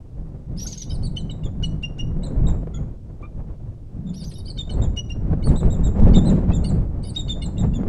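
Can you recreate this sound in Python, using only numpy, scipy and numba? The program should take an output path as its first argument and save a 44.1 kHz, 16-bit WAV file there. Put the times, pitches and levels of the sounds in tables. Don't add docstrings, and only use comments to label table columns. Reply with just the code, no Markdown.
import sys
import numpy as np
from scipy import signal
from scipy.fft import rfft, irfft
from scipy.io import wavfile
from scipy.ndimage import uniform_filter1d
from numba import njit

SR = 44100
rng = np.random.default_rng(int(sys.argv[2]) if len(sys.argv) > 2 else 0)


def materialize(psi):
    bounded = np.clip(np.atleast_2d(psi).T, -1, 1)
    quanta = np.round(bounded * 32767).astype(np.int16)
    wavfile.write(sys.argv[1], SR, quanta)


def gain_from_decibels(decibels):
    exponent = np.asarray(decibels, float) / 20
    return 10 ** exponent


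N = 347508

LEAD_S = 0.008
REST_HZ = 3000
NOTE_MAX = SR // 4

# (frequency [Hz], gain [dB])
THROAT = [(3000, 1.5), (3700, 0), (4400, 2.5), (5100, -6.5), (5800, -7), (6300, -11)]
# (level [dB], octave level [dB])
CHIRP_SHAPE = [(5, -6.5), (1, -8.5), (0.5, 1), (-2.5, -7), (-4.5, 10.5)]


def unit(x):
    return x / np.sqrt(np.mean(x ** 2))


def walk(rate, size=N):
    k = max(int(SR / rate), 1)
    steps = np.repeat(rng.standard_normal(max(size, NOTE_MAX) // k + 1), k)
    return 1.56 * uniform_filter1d(uniform_filter1d(steps, k), k)[:size]


def coloured(points, size=N):
    hz, db = np.transpose(points)
    bins = np.arange(size // 2 + 1) * SR / size + 1
    shape = gain_from_decibels(np.interp(np.log(bins), np.log(hz), db, left=-90, right=-90))
    return unit(irfft(rfft(rng.standard_normal(size)) * shape, size))


@njit
def svf(x, hz, width):
    y, b, l = np.empty(len(x)), 0., 0.
    for i in range(len(x)):
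        g, k = np.tan(np.pi * hz[i] / SR), width / hz[i]
        v = (b + g * (x[i] - l)) / (1 + g * (g + k))
        b, l, y[i] = 2 * v - b, l + 2 * g * v, k * v
    return y


def resonant_noise(size, drawn, hz, width):
    noise = rng.standard_normal(drawn)[:size]
    return unit(svf(svf(noise, hz, width), hz, width))


def gate(size, attack_s, release_s):
    t = np.arange(size) / SR
    return np.clip(np.minimum(t / attack_s, t[::-1] / release_s), 0, 1) ** 2


def add(track, sound, start_s):
    i = int(start_s * SR)
    track[i:i + len(sound)] += sound[:len(track) - i]


def gusts():
    # (time [s], level [dB], hum share [dB])
    lulls = [(0.0, -36.5, -8), (0.59, -33, -1.5), (2.13, -27, -2.5), (2.41, -20, -5.5), (2.85, -28.5, -2),
             (3.01, -36, -14), (3.53, -32.5, -3), (3.86, -39.5, -5.5), (4.1, -35, 5), (4.48, -31, -12.5),
             (4.83, -23.5, -2.5), (5.11, -33.5, -8.5), (5.27, -23.5, -1.5), (5.73, -21.5, -6),
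             (6.28, -13.5, -1.5), (7.07, -26, -7), (7.84, -23.5, 1), (7.88, -16, -3.5)]
    # (centre [s], rise [dB], length [s], hum share [dB])
    puffs = [(0.317, 5, 0.36, 2.5), (0.518, 8, 0.11, 2), (1.338, 6, 0.21, 0), (1.472, 11.5, 0.091, -0.5),
             (1.905, 6, 0.043, -1), (2.237, 5.5, 0.18, 0), (2.497, 5.5, 0.15, -2), (2.816, 4.5, 0.041, -1),
             (3.221, 8.5, 0.098, -5.5), (3.393, 8.5, .1, 2), (3.498, 8, .14, -2.5), (3.703, 1.5, 0.12, 0),
             (3.965, 4.5, 0.13, 2), (4.826, 11, 0.32, -6), (5.318, 7.5, 0.17, -2.5),
             (5.515, 15.5, 0.14, -1.5), (5.668, 12.5, 0.14, 1), (5.804, 6.5, 0.19, -1),
             (6.034, 13.5, 0.25, -1), (6.176, 9.5, 0.049, 2), (6.35, 5, 0.33, 0.5),
             (6.504, 7.5, 0.063, -5.5), (6.75, 4, 0.22, 4.5), (7.113, 2.5, 0.064, 3.5),
             (7.485, 6, 0.062, 0), (7.65, 10.5, 0.092, 0), (7.804, 8.5, 0.097, 1.5)]
    turn_gain = 1.224
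    t = np.arange(N) / SR
    s, db, turn_db = np.transpose(lulls)
    force = np.interp(t, s, db) + 28
    turn = turn_gain * np.interp(t, s, turn_db)
    for at, rise_db, length_s, share_db in puffs:
        shape = np.clip(1 - np.abs(t - at) * 2 / length_s, 0, 1)
        force = force + rise_db * shape
        turn = turn + share_db * shape
    hum_db = 0.84 * force + 1.5 + turn
    thump_db = 0.85 * force + 2 - hum_db
    rush_db = 0.97 * force - 20 - hum_db
    return hum_db - 28, thump_db, rush_db


def wind():
    # (frequency [Hz], spectral level [dB per Hz])
    rush_colour = [(200, -1.5), (350, -2.5), (550, -6), (900, -16.5), (1400, -26.5), (2200, -35.5),
                   (4000, -51), (9000, -62.5)]
    hum_db, thump_db, rush_db = gusts()
    buffet = walk(14)
    thump = coloured([(4, -15.5), (20, 1.5), (50, -1.0), (100, -6.0), (220, -17.5), (400, -29.5)])
    thump = thump * gain_from_decibels(hum_db + thump_db + 2.6 * buffet - 1.5)
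    force = uniform_filter1d(hum_db, SR // 4) + 26.5
    eddy_hz = np.clip(155 + 3 * force + 6 * walk(6), 90, 300)
    hum = resonant_noise(N, N, eddy_hz, 70.) * gain_from_decibels(hum_db + 1.8 * buffet - 2.5)
    rush_gain = gain_from_decibels(hum_db + rush_db + 1.0 * buffet + 2.14 * walk(70) + 2.0)
    rush = coloured(rush_colour) * (rush_gain + slaps())
    crest = uniform_filter1d(np.clip(thump + hum - .03, 0, None), size=160)
    spit = coloured([(800, -4), (2800, -14), (7800, -24), (11000, -42), (15000, -62)])
    spit_gain = gain_from_decibels(-48 + 1.6 * np.clip(hum_db + rush_db + 31, None, 2))
    return thump + hum + rush + spit * np.tanh(5 * crest) * spit_gain


def night_hiss():
    # (frequency [Hz], spectral level [dB per Hz])
    night = [(1000, -8), (2500, 0.5), (6000, -3), (9000, -5.5), (12000, -16), (15700, -15)]
    return gain_from_decibels(-73.5) * coloured(night)


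def beak_octave(s, hz, db):
    # (frequency [Hz], gain [dB])
    colour = [(6000, -5), (7500, 8), (9000, -2), (10500, -6), (12000, -12), (13500, -13)]
    # (time [s], octave gain [dB])
    facing = [(0.57, 1), (0.67, -12), (0.8, -9.5), (0.9, -2), (1.4, -8.5), (1.65, -1.5), (2.5, 0),
              (4.2, -3), (4.8, 0), (5.6, 2), (6.6, 4), (7.6, 0)]
    effort_db = -0.5 * (db + 51.5)
    return effort_db + np.interp(2 * hz, *np.transpose(colour)) + np.interp(s, *np.transpose(facing))


def arch(s, length_s, start_hz, top_hz, end_hz, db, shape, octave_db=None, settles=1, throat=THROAT):
    lean = 0.85
    u = np.linspace(0, 1, 7)
    up, down = np.sqrt(max(top_hz - start_hz, 1)), np.sqrt(max(top_hz - end_hz, 1))
    hz = top_hz - ((up + down) * np.minimum(u / settles, 1) ** lean - up) ** 2
    lift = np.interp(hz, *np.transpose(throat))
    fall, opening = (np.interp(u, np.linspace(0, 1, len(shape)), c) for c in np.transpose(shape))
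    if octave_db is None:
        octave_db = beak_octave(s, hz, db)
    return np.transpose([s + length_s * u, hz, db + fall + lift, octave_db + opening - lift])


def whistle(note):
    s, hz, db, octave_db = np.transpose(note)
    t = np.arange(s[0] - LEAD_S, s[-1], 1 / SR)
    size = len(t)
    since = np.clip(t - s[0], 0, None)
    level_db = np.interp(t, s, db)
    pitch = np.polyval(np.polyfit(s - s[0], hz, len(s) - 1), since)
    steady = .008 * np.clip((-27 - db.max()) / 14, .35, 1)
    strain = np.clip((hz.max() - 3900) / 2600, 0, 1)
    flutter = (steady + 0.0075 * strain) * walk(500, size=size)
    phase = 2 * np.pi * np.cumsum(pitch * (1 + flutter)) / SR
    low = 2 * np.pi * np.cumsum(735 * (1 + .05 * walk(250, size=size))) / SR
    chop = 1 + (0.042 + 0.082 * strain) * np.sin(low)
    octave = gain_from_decibels(np.interp(t, s, octave_db))
    third = octave * gain_from_decibels(-24 - 30 * np.clip(hz.max() - 3850, 0, None) / 1000 + 6 * (pitch < 2000))
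    fourth = gain_from_decibels(-12.5) * (pitch > 3300)
    grain_db = np.clip((-33 - db.max()) / 5, .4, 2.5) + 1.5 * strain
    thirds = gain_from_decibels(-38.5 + 15.0 * strain) * (gain_from_decibels(-4) * np.sin(phase / 3) + np.sin(2 * phase / 3))
    upper = third * (np.sin(3 * phase) + fourth * np.sin(4 * phase))
    tone = np.zeros(size)
    for partial in (thirds, chop * np.sin(phase), octave * np.sin(2 * phase), upper):
        sway_db = (2.2 + 1.5 * strain) * walk(160, size=size)
        tone += partial * gain_from_decibels(sway_db + grain_db * walk(700, size=size))
    rasp = resonant_noise(size, NOTE_MAX, .75 * pitch, 2600.)
    rasp = rasp * gain_from_decibels((np.mean(db) + level_db) / 2 - 29 + 26 * strain + 3 * walk(170, size=size))
    opening = np.clip(since / .008, 0, 1) ** 2 * gate(size, .001, .008)
    rungs = np.arange(2, 14)[:, None]
    age = np.clip(t - t[0] - .0007 * rungs, 0, None) / .003
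    rung_db = db.max() - 25 + 4.0 * rng.standard_normal(rungs.shape) - 1.6 * np.abs(rungs - 5)
    pulses = gain_from_decibels(rung_db) * age * np.exp(1 - age)
    catch = np.sum(pulses * np.sin(rungs * low + rungs ** 2), axis=0)
    return (np.sqrt(2) * tone * gain_from_decibels(level_db) + rasp) * opening + catch


def cry(row, after):
    # (level [dB], octave level [dB])
    cry_shape = [(4.5, -5.5), (0, -7.5), (-1, -2), (-3.5, 3.5), (-10.5, 3.5)]
    # (frequency [Hz], gain [dB])
    gape = [(4000, -19), (5000, -3), (5700, 6), (6000, 8), (6400, -3.5), (6750, -1)]
    s, length_s, start_hz, top_hz, db = row
    joined = abs(after[0] - s - length_s) < 0.014
    throat = gape if db > -45 else THROAT
    if joined and after[2] < top_hz - 1000:
        return arch(s, length_s, start_hz, top_hz, after[2], db, cry_shape, settles=0.78)
    keeps = 0.7 if joined and after[3] > top_hz else 0.31
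    end_hz = REST_HZ + keeps * (top_hz - REST_HZ)
    return arch(s, length_s, start_hz, top_hz, end_hz, db, cry_shape, throat=throat)


def ladder(length_s, hz, db, throat_hz):
    size = int(length_s * SR)
    phase = 2 * np.pi * np.cumsum(hz * (1 + .2 * length_s * walk(200, size=size))) / SR
    k = np.arange(2, 15)[:, None]
    off = (k * hz - throat_hz) / 600
    weight = gain_from_decibels(-15 - 2.5 * np.abs(off)) + np.exp(-off ** 2)
    wobble = gain_from_decibels(5.0 * np.array([walk(200, size=size) for _ in k]))
    fade = gain_from_decibels(db - 150 * np.arange(size) / SR) * gate(size, .005, .01)
    return np.sqrt(2) * fade * np.sum(weight * wobble * np.sin(k * phase + k ** 2), axis=0)


def chirp(s, length_s, start_hz, top_hz, db):
    end_hz = REST_HZ + 0.3 * (top_hz - REST_HZ)
    return arch(s, length_s, start_hz, top_hz, end_hz, db, CHIRP_SHAPE)


def pipe(s, length_s, hz, db, octave_db):
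    # (level [dB], octave level [dB])
    pipe_shape = [(0, -20.5), (4.5, 4.5), (0.5, -2), (0.5, 12), (-10, 4)]
    note = arch(s, length_s, hz, hz, hz, db, pipe_shape, octave_db)
    u = np.linspace(0, 1, len(note))
    scoop_hz = 96 * (1 - u) ** 4
    sag_hz = 0.11 * hz * (hz > 3300) * u ** 5
    note[:, 1] -= scoop_hz + sag_hz
    return note


def slaps():
    # (time [s], peak level [dB])
    slap_table = [
        (2.164, -30),
        (2.63, -39),
        (2.67, -24.5),
        (5.329, -19.5),
        (5.471, -16.5),
        (5.629, -19.5),
        (5.792, -27.5),
        (6.489, -29),
        (7.638, -27.5),
        (7.831, -18.5),
    ]
    out = np.zeros(N)
    t = np.arange(SR // 20) / SR
    for s, db in slap_table:
        add(out, gain_from_decibels(db - 3.0) * np.exp(-t / 0.0054) * gate(len(t), 0.0018, .01), s)
    return out


def squeak(s, hz, db):
    return arch(s, 0.023, 0.9 * hz, hz, hz, db, CHIRP_SHAPE, octave_db=-43)


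def eagles():
    # (time [s], length [s], start [Hz], top [Hz], level [dB])
    cries = [
        (0.568, .098, 4260, 5825, -43),
        (0.663, 0.1, 5960, 6730, -40.5),
        (0.77, 0.083, 6130, 6580, -42),
        (0.893, 0.075, 4240, 5220, -46),
        (4.135, .105, 3710, 5700, -45),
        (4.234, .104, 4530, 6280, -50),
        (4.331, 0.082, 4200, 5680, -51.5),
        (4.452, 0.071, 3730, 4840, -45),
        (7.028, 0.088, 3690, 5050, -47.5),
    ]
    # (time [s], length [s], pitch [Hz], level [dB], throat resonance [Hz])
    ladders = [(0.598, 0.027, 755, -55, 3680), (0.673, 0.064, 730, -67, 4380),
               (0.788, 0.16, 740, -55, 3700), (0.901, 0.036, 757, -45.5, 3300),
               (1.293, 0.027, 747, -58, 2900), (1.432, 0.017, 714, -55, 2840),
               (1.645, 0.0095, 730, -51, 2150), (2.22, 0.023, 730, -63, 2930),
               (2.733, 0.057, 680, -58, 1340), (4.168, 0.062, 745, -59, 3760),
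               (4.353, 0.074, 753, -55, 3760), (4.471, 0.038, 770, -57, 3000),
               (4.572, 0.028, 764, -42, 3150), (4.691, 0.022, 753, -39, 3080),
               (5.094, 0.053, 702, -65.5, 3950), (5.425, 0.017, 738, -47.5, 2930),
               (6.137, 0.021, 743, -34, 2960), (6.514, 0.023, 654, -44.5, 2700),
               (6.642, 0.027, 715, -39.5, 3000), (7.037, 0.067, 745, -52, 3420),
               (7.278, 0.022, 739, -50, 3040), (7.416, 0.027, 727, -41.5, 3000),
               (7.567, 0.025, 700, -57.5, 2820), (7.732, 0.022, 687, -54.5, 2760)]
    # (time [s], length [s], start [Hz], top [Hz], level [dB])
    chirps = [(1.026, 0.056, 3920, 4580, -46.5), (1.161, 0.059, 4030, 4350, -53.5),
              (1.303, 0.027, 3890, 3950, -41.5), (1.438, 0.037, 3520, 3607, -45.5),
              (1.634, 0.043, 4340, 4420, -55), (2.228, 0.05, 3430, 4100, -52),
              (2.463, 0.05, 3540, 3794, -50.5), (2.738, 0.046, 3380, 3440, -53),
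              (4.699, 0.05, 4080, 4330, -52.5), (4.812, 0.049, 3470, 3680, -51),
              (5.431, 0.071, 3950, 4525, -51), (5.554, 0.063, 3240, 4010, -50.5),
              (5.699, .06, 3380, 3836, -52), (5.832, .055, 3470, 3780, -51),
              (6.25, 0.06, 3680, 4096, -43.5), (6.528, .05, 3280, 3660, -46.5),
              (6.636, 0.074, 3900, 4565, -49), (7.416, 0.057, 4040, 4280, -49.5),
              (7.575, 0.05, 3500, 3800, -50), (7.737, 0.044, 3410, 3540, -49.5)]
    # (time [s], length [s], pitch [Hz], level [dB], octave above whistle [dB])
    pipes = [(1.164, 0.025, 3043, -31.5, -18), (1.628, 0.024, 2924, -32, -17.5),
             (1.828, 0.035, 2815, -35, -18.5), (1.985, 0.034, 2853, -34, -16.5),
             (3.221, 0.047, 1205, -48.5, -10), (4.06, 0.055, 3640, -61.5, -7),
             (4.582, 0.042, 3685, -31.5, -23), (4.966, 0.038, 2908, -32, -13),
             (5.096, .035, 2820, -38, -13.5), (6.141, 0.059, 3696, -31, -10.5),
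             (7.156, .065, 3778, -31.5, -16.5), (7.287, 0.051, 3630, -29.5, -20.5)]
    # (time [s], top [Hz], level [dB])
    squeaks = [
        (4.235, 5000, -37),
        (4.563, 4370, -53),
        (6.126, 4560, -50),
        (7.139, 5160, -43),
        (7.273, 4500, -54),
    ]
    notes = [cry(row, after) for row, after in zip(cries, cries[1:] + cries[:1])]
    notes += [chirp(*row) for row in chirps]
    notes += [pipe(*row) for row in pipes]
    notes += [squeak(*row) for row in squeaks]
    out = np.zeros(N)
    for note in notes:
        add(out, whistle(note), note[0][0] - LEAD_S)
    for s, *rest in ladders:
        add(out, ladder(*rest), s)
    return out


def trees(dry, near_t60_s=0.068, near_db=-6, far_t60_s=0.38, far_db=-14):
    t = np.arange(SR) / SR
    near = rng.standard_normal(SR) * gain_from_decibels(-60 * t / near_t60_s) * (t > .004)
    far = coloured([(500, -25), (2450, -20), (2800, -23.5), (4000, -12.5), (8000, -14), (16000, -7)], size=SR)
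    far = far * gain_from_decibels(-60 * t / far_t60_s) * (t > .02)
    tail = gain_from_decibels(near_db) * near / np.linalg.norm(near) + gain_from_decibels(far_db) * far / np.linalg.norm(far)
    return dry + signal.fftconvolve(dry, tail)[:N]


def scene():
    return (trees(eagles()) + wind() + night_hiss())[None, :]


def top_cut(x):
    return signal.sosfilt(signal.butter(12, 15780, fs=SR, output="sos"), x)


def record(dry):
    rounded = np.tanh(1.3 * dry) / 1.3 * gate(N, .004, 1 / SR)
    return top_cut(rounded)


dry = scene()
out = record(dry)
materialize(out)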